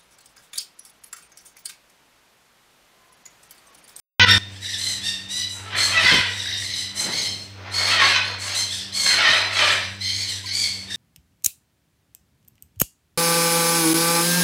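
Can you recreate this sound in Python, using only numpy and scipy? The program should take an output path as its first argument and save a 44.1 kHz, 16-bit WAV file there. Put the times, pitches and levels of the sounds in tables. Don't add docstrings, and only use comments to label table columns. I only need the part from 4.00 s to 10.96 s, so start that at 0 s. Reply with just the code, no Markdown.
import sys
import numpy as np
from scipy import signal
from scipy.fft import rfft, irfft, next_fast_len
from scipy.io import wavfile
from scipy.ndimage import uniform_filter1d, map_coordinates

SR = 44100
rng = np.random.default_rng(int(sys.argv[2]) if len(sys.argv) > 2 else 0)


def rack_gain(trim_db):
    fader = np.asarray(trim_db, float)
    return 10 ** (fader / 20)


def wav_record(signal):
    frames = np.transpose(np.atleast_2d(signal))
    bounded = np.clip(frames, -1, 1)
    quanta = np.round(bounded * 32767).astype(np.int16)
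    wavfile.write(sys.argv[1], SR, quanta)


N = 306936


def unit(x):
    return x / np.sqrt(np.mean(x ** 2) + 1e-20)


def curves(rows):
    seconds, *columns = np.transpose(rows)
    return [np.interp(np.arange(N) / SR, seconds, column) for column in columns]


def along(points, hz):
    point_hz, value = np.transpose(points)
    return np.interp(np.log(hz + 1), np.log(point_hz + 1), value)


def wobble(rate):
    coarse = np.arange(0, N + 16, 8)
    knots = rng.standard_normal(int(N * rate / SR) + 4)
    return np.interp(np.arange(N), coarse, map_coordinates(knots, [coarse * rate / SR]))


def coloured(x, spectrum):
    size = next_fast_len(len(x) + 8192)
    gain = rack_gain(along(spectrum, np.fft.rfftfreq(size, 1 / SR)))
    return unit(irfft(rfft(x, size) * gain, size)[:len(x)])


def mixed(clear, breath, share):
    share = np.clip(share, 0, 1)
    return np.sqrt(1 - share) * clear + np.sqrt(share) * breath


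# multiple of the turning rate, first motor in dB, second motor in dB.
HUM = [(1, -44, -47.5), (2, -59.5, -51.5), (3, -58, -113), (4, -69, -86.5), (5, -76, -76)]
# pitch in Hz, level in dB, two limits
# in seconds (from, to).
WHINE = [(12575, -68, 6.265, 5.9), (13954, -87, 7.8, 4.8)]
# frequency in Hz, density in dB per Hz.
AIR = [(20, -55), (60, -5.5), (100, 7.5), (150, -7.5), (300, -9.5), (700, -10), (1400, -14), (2500, -7),
       (6000, -14), (10000, -56), (15600, -28)]


def fans():
    t = np.arange(N) / SR
    hz, beat_hz, together_s = 97.5, .518, 2.1
    spin = 2 * np.pi * hz * t + 0.43 * wobble(12)
    slip = 2 * np.pi * beat_hz * (t - together_s)
    hum = np.zeros(N)
    for k, first_db, second_db in HUM:
        pair = rack_gain(first_db) * np.sin(k * spin) + rack_gain(second_db) * np.sin(k * (spin - slip))
        hum += rack_gain(0.13 * wobble(1.81)) * pair * np.sqrt(2)
    whine = np.zeros(N)
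    for whine_hz, db, from_s, to_s in WHINE:
        tone = np.sin(2 * np.pi * whine_hz * t) * (t > from_s) * (t < to_s)
        whine += rack_gain(db + 3.6 * wobble(9)) * tone
    gusts_db = 1.6 * wobble(5)
    return hum + whine + rack_gain(-45.5 + gusts_db) * coloured(rng.standard_normal(N), AIR)


# centre in seconds, level in dB, pitch in Hz, half length in seconds.
PEEPS = [
    (6.45, -38.5, 1010, 0.012),
    (6.494, -45, 1580, 0.052),
]


def peeps():
    t = np.arange(N) / SR
    out = np.zeros(N)
    for s, db, hz, half_s in PEEPS:
        out += rack_gain(db) * np.sin(2 * np.pi * hz * t) * np.exp(-2 * ((t - s) / half_s) ** 2)
    return out


# centre in seconds, level in dB, half length in seconds, low edge in Hz, top edge in Hz.
BUMPS = [(1.773, -39.5, 0.041, 70.2, 510), (1.913, -50, 0.1, 60, 201), (2.05, -29.5, 0.017, 44.46, 475),
         (2.143, -21.5, 0.033, 49.73, 490), (2.19, -28, 0.023, 45.7, 303),
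         (3.089, -36.5, 0.1, 120.2, 552.2), (3.25, -43.5, 0.24, 150, 682), (3.602, -50, 0.086, 295.6, 697),
         (4.052, -41, 0.06, 69.8, 347), (5.048, -48, 0.11, 51.5, 202.6),
         (5.308, -33.5, 0.024, 60.16, 279.8), (5.702, -50, .08, 150, 349)]


def bumps():
    out = np.zeros(N)
    t = np.arange(-SR // 4, SR // 4) / SR
    for s, db, half_s, low_hz, top_hz in BUMPS:
        thud = [(low_hz / 2.5, -34), (low_hz, 0), (top_hz, -6), (top_hz * 3.8, -40)]
        lump = coloured(rng.standard_normal(len(t)), thud)
        out[round(s * SR) - SR // 4:][:len(t)] += rack_gain(db) * lump * np.exp(-2 * (t / half_s) ** 2)
    return out


# frequency in Hz, time to fall 60 dB in seconds.
ROOM = [(300, 0.3), (2000, 0.54), (5000, 0.49), (8000, 0.062), (15000, 0.15)]


def room(x):
    hz, t, z = signal.stft(rng.standard_normal(SR), SR, nperseg=256)
    fading = z * rack_gain(-60 * t / along(ROOM, hz)[:, None])
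    tail = signal.istft(fading, SR, nperseg=256)[1]
    return signal.fftconvolve(np.pad(x, (350, 0)), tail / np.linalg.norm(tail))[:N]


def call_levels(calls, build_db, drop_db, knee_db, linger_db):
    attack_s, attack_db = .04, 15
    t = np.arange(0, N + 64, 64) / SR
    s, held_s, db = np.transpose(calls)[:3, :, None]
    after = np.maximum(t - s - held_s, 0)
    jump_db = attack_db * np.maximum(1 - (t - s) / attack_s, 0) ** 2
    rise_db = build_db * np.maximum(s + held_s - t, 0)
    fall_db = np.minimum(drop_db * after, knee_db + linger_db * after)
    below_db = jump_db + rise_db + fall_db
    return np.interp(np.arange(N) / SR, t, np.max(db - below_db, axis=0))


# start in seconds, held time in seconds, level in dB.
RASPS = [(.25, 0.14, -52), (.47, 0.11, -52.5), (.6, 0.26, -34.5), (.775, 0.15, -31), (1.015, 0.066, -34.5),
         (1.285, 0.1, -35), (1.47, 0.071, -36.5), (1.755, 0.11, -27.5), (1.96, 0.2, -33),
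         (2.28, 0.15, -39.5), (2.55, .1, -35.5), (2.72, 0.088, -35.5), (2.945, 0.088, -30),
         (3.12, 0.13, -35), (3.39, 0.026, -48.5), (3.715, 0.2, -32), (3.97, 0.13, -35),
         (4.385, 0.086, -34.5), (4.53, .06, -26.5), (4.68, 0.068, -35), (4.925, 0.2, -26.5),
         (5.25, 0.12, -35), (5.51, 0.21, -32.5), (5.99, 0.24, -36), (6.265, 0.04, -32.5),
         (6.515, 0.14, -31), (6.885, 0.066, -39)]
# frequency in Hz, density in dB per Hz.
RASP = [(5200, -16.5), (6200, 5), (6500, -9), (6770, -7), (7250, 1), (7640, 2.5), (8700, -1.5), (9000, -3),
        (11800, -14.5), (12200, -20), (13900, -20), (15600, -27.5)]


def rasps(gap_db):
    level_db = call_levels(RASPS, build_db=33, drop_db=119, knee_db=6, linger_db=66)
    flutter = rack_gain(0.91 * wobble(150) + 0.96 * wobble(10))
    return rack_gain(level_db + gap_db) * coloured(rng.standard_normal(N) * flutter, RASP)


# start in seconds, held time in seconds, level in dB, top pitch in Hz, end pitch in Hz.
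PURE_CALLS = [
    (.26, 0.039, -22, 1823, 1835),
]
CLEAR_CALLS = [(1.015, 0.066, -19, 1835, 1836), (1.285, 0.12, -18, 1969, 1975),
               (3.22, 0.057, -20.5, 2110, 2110), (4.55, .05, -18.5, 2098, 2110),
               (5.218, 0.18, -21, 2024, 2030)]
SHRILL_CALLS = [(.775, 0.12, -19, 2083, 1921), (1.755, 0.072, -14.5, 2140, 1975),
                (2.74, 0.067, -19.5, 2043, 1940), (2.945, 0.1, -18, 2095, 2031),
                (3.715, 0.17, -15, 2174, 2162), (4, 0.1, -21, 2081, 2006), (4.219, .05, -26, 2137, 2164),
                (4.925, 0.16, -13.5, 2200, 2059), (5.509, .1, -22, 2164, 2035),
                (6, 0.13, -17.5, 2103, 2149), (6.25, 0.05, -20.5, 2112, 1615),
                (6.51, 0.14, -16.5, 2283, 2163), (6.875, 0.074, -24.5, 1885, 2000)]
HOARSE_CALLS = [(.52, 0.052, -42, 1699, 1700), (.6, 0.14, -26, 1950, 1866),
                (2.259, 0.17, -26.5, 1948, 1900), (2.42, 0.13, -22.5, 1927, 1891),
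                (2.6, 0.21, -21, 2061, 2046), (3.1, 0.12, -18.5, 2101, 2135),
                (4.385, 0.18, -22, 2170, 2170), (5.72, 0.11, -31.5, 1974, 1949),
                (6.14, 0.098, -22, 2200, 2180), (6.43, 0.11, -23.5, 2183, 2074)]
RAGGED_CALLS = [(2, 0.089, -23.5, 2180, 2119), (4.68, .12, -27.5, 1786, 1744)]
SHAKE = [.13, .18, .32, .5, .9]
SCOOP = [.95, .91, .94, .95, .98]
HALF_DB = [-23, -3, -7, -10, -3.5]
LOW_DB = [13.6, 9.2, 11.5, 14.5, 8.8]
HIGH_DB = [12.7, 14.3, 12.2, 16.3, 17.2]
BREATH = [.03, .05, .08, .15, .25]


def note_curves():
    kinds = [PURE_CALLS, CLEAR_CALLS, SHRILL_CALLS, HOARSE_CALLS, RAGGED_CALLS]
    calls = sorted((*call, kind) for kind, table in enumerate(kinds) for call in table)
    followers = calls[1:] + [(N / SR + 1, 0)]
    rows = []
    for (s, _, _, top_hz, end_hz, kind), (end, *_, next_kind) in zip(calls, followers):
        colour = [table[kind] for table in (SHAKE, HALF_DB, LOW_DB, HIGH_DB, BREATH)]
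        gap_db = -70 * (1 - SCOOP[next_kind])
        rows.append((s, top_hz * SCOOP[kind], 0, *colour))
        rows.append((s + .035, top_hz, 0, *colour))
        rows.append((end - .03, end_hz, 0, *colour))
        rows.append((end - .004, end_hz, gap_db, *colour))
    return curves(rows) + [call_levels(calls, build_db=37, drop_db=168, knee_db=12, linger_db=79)]


# multiple of the pitch, level in dB.
SCREECH_PARTS = [(1, -11.5), (1.5, -9), (2, -2), (2.5, -12), (3, -14), (3.5, -25.5), (4, -27.5), (4.5, -19),
                 (5, -28), (6, -35), (7, -36)]
# frequency in Hz, density in dB per Hz.
SMALL_THROAT = [(900, -76), (1500, -15), (2050, -5.5), (2650, -9), (3200, 3), (4200, 1.5), (5200, 5.5),
                (6100, -11), (6600, -48), (8000, -50)]


def screeches(hz, gap_db, shake, half_db, low_db, high_db, breath, voice_db):
    shaken_hz = hz * (1 + shake * (.05 * wobble(240) + .03 * wobble(45)))
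    turn = 2 * np.pi * np.cumsum(shaken_hz) / SR
    whistle = np.zeros(N)
    for k, db in SCREECH_PARTS:
        lift_db = half_db * (k % 1 > 0) + (low_db - 12) * (k < 1.7) + (high_db - 12) * (k > 2.2)
        line = rack_gain(db + lift_db + (3.0 + 3.0 * shake) * wobble(150))
        slip = 2.6 * shake * wobble(330)
        whistle += line * np.sin(k * turn + slip)
    flutter = rack_gain(2.3 * wobble(130) + 0.82 * wobble(18))
    air = coloured(rng.standard_normal(N), SMALL_THROAT)
    return rack_gain(voice_db + gap_db) * unit(flutter) * mixed(whistle, air, breath)


def small_parrots():
    hz, gap_db, *voice = note_curves()
    return screeches(hz, gap_db, *voice), rasps(gap_db)


# full voice from in seconds, held time in seconds, level in dB, pitch in Hz,
# breath share from 0 to 1.
SQUAWKS = [(.1, .12, -46.5, 488.4, 0.08), (1.6, 0.041, -46, 440.5, 0.82), (1.745, .035, -32.5, 375.8, 0.68),
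           (1.975, 0.049, -27.5, 600, 0.44), (2.06, 0.092, -27, 519.8, .3),
           (3.04, 0.049, -37.5, 612.3, 0.98), (3.66, .04, -39, 538.5, 1), (3.81, 0.057, -29.5, 549.5, 0.86),
           (3.92, .13, -25.5, 599.5, 0.49), (4.1, 0.058, -30, 488.8, .5), (4.26, 0.042, -36, 516.5, 0.8),
           (4.47, 0.049, -36, 533, 0.71), (5.12, .04, -29, 519.5, 0.56), (5.2, .11, -23.5, 651, .48),
           (5.37, 0.058, -30, 455.8, 0.77), (5.59, .11, -25.5, 618.6, .52)]


def squawk_curves():
    swell_db_per_s, fade_db_per_s, quiet_db = 110, 120, -69
    sag_per_s, wander = 1.1, .1
    t = np.arange(0, N + 64, 64) / SR
    s, held_s, db, hz, breath = np.transpose(SQUAWKS)[:, :, None]
    below_db = swell_db_per_s * np.maximum(s - t, 0) + fade_db_per_s * np.maximum(t - s - held_s, 0)
    pitch = hz * (1 - sag_per_s * breath * np.clip(t - s - held_s / 2, -.2, .2))
    breath = np.clip(breath + .012 * below_db, 0, 1)
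    open_db = 22 - 16.5 * breath - .12 * np.minimum(below_db, 20)
    lead = np.argmax(db - below_db, axis=0), np.arange(len(t))
    level_db = np.maximum((db - below_db)[lead], quiet_db)
    led = uniform_filter1d([pitch[lead], level_db, open_db[lead], breath[lead]], size=9, axis=1)
    hz, level_db, open_db, breath = curves(np.transpose([t, *led]))
    hz = hz * (1 + wander * np.minimum(breath, .55) * wobble(18))
    return hz, level_db, open_db, breath


# frequency in Hz, density in dB per Hz.
BIG_THROAT = [(180, -28), (300, -12.5), (489, -10.5), (625, -6), (819, -6), (955, -5.5), (1130, -5.5),
              (1910, -0.5), (3600, -6.5), (4140, -9), (6500, -20), (8450, -85), (14300, -120)]


def squawks():
    hz, level_db, open_db, breath = squawk_curves()
    turn = 2 * np.pi * np.cumsum(hz * (1 + .028 * wobble(150) + .025 * wobble(28))) / SR
    effort = np.clip((level_db + 48) / 18, 0, 1)
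    pulses = np.zeros(N)
    for k in range(1, 14):
        pulses += rack_gain(4.5 * wobble(60) - effort * 11 / k) * np.cos(k * turn + 0.392 * k * k)
    air = rng.standard_normal(N) * (1 + 0.34 * np.cos(turn))
    flutter = rack_gain(3.2 * wobble(140) + 0.62 * wobble(20))
    voice = coloured(mixed(unit(pulses), unit(air), breath) * flutter, BIG_THROAT)
    low = signal.sosfilt(signal.butter(N=2, Wn=1800, fs=SR, output="sos"), voice)
    return rack_gain(level_db + 7.5) * (low + rack_gain(open_db - 12) * (voice - low))


def scene():
    screech, rasp = small_parrots()
    squawk = squawks()
    wet = room(rack_gain(-6.5) * screech + rack_gain(-6.0) * rasp) + room(rack_gain(-5) * squawk)
    birds = rack_gain(-4.0) * (screech + squawk) + rasp + wet + peeps()
    return (birds + fans() + bumps())[None]


def band_limit(x):
    return signal.sosfilt(signal.butter(12, 16510, fs=SR, output="sos"), x)


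# time in seconds, gain in dB.
INPUT = [
    (0, -120),
    (.1962, -120),
    (.1966, 17),
    (.249, 17),
    (.251, 3),
    (.29, 17),
    (.381, 17),
    (.3825, 0),
    (7, 0),
]


def record(dry):
    x = dry * rack_gain(curves(INPUT)[0])
    x = x / (1 + np.abs(x / 1.17) ** 6) ** (1 / 6)
    x = irfft(rfft(x) * (np.fft.rfftfreq(N, 1 / SR) < 15600), N)
    return band_limit(x)


dry = scene()
out = record(dry)
wav_record(out)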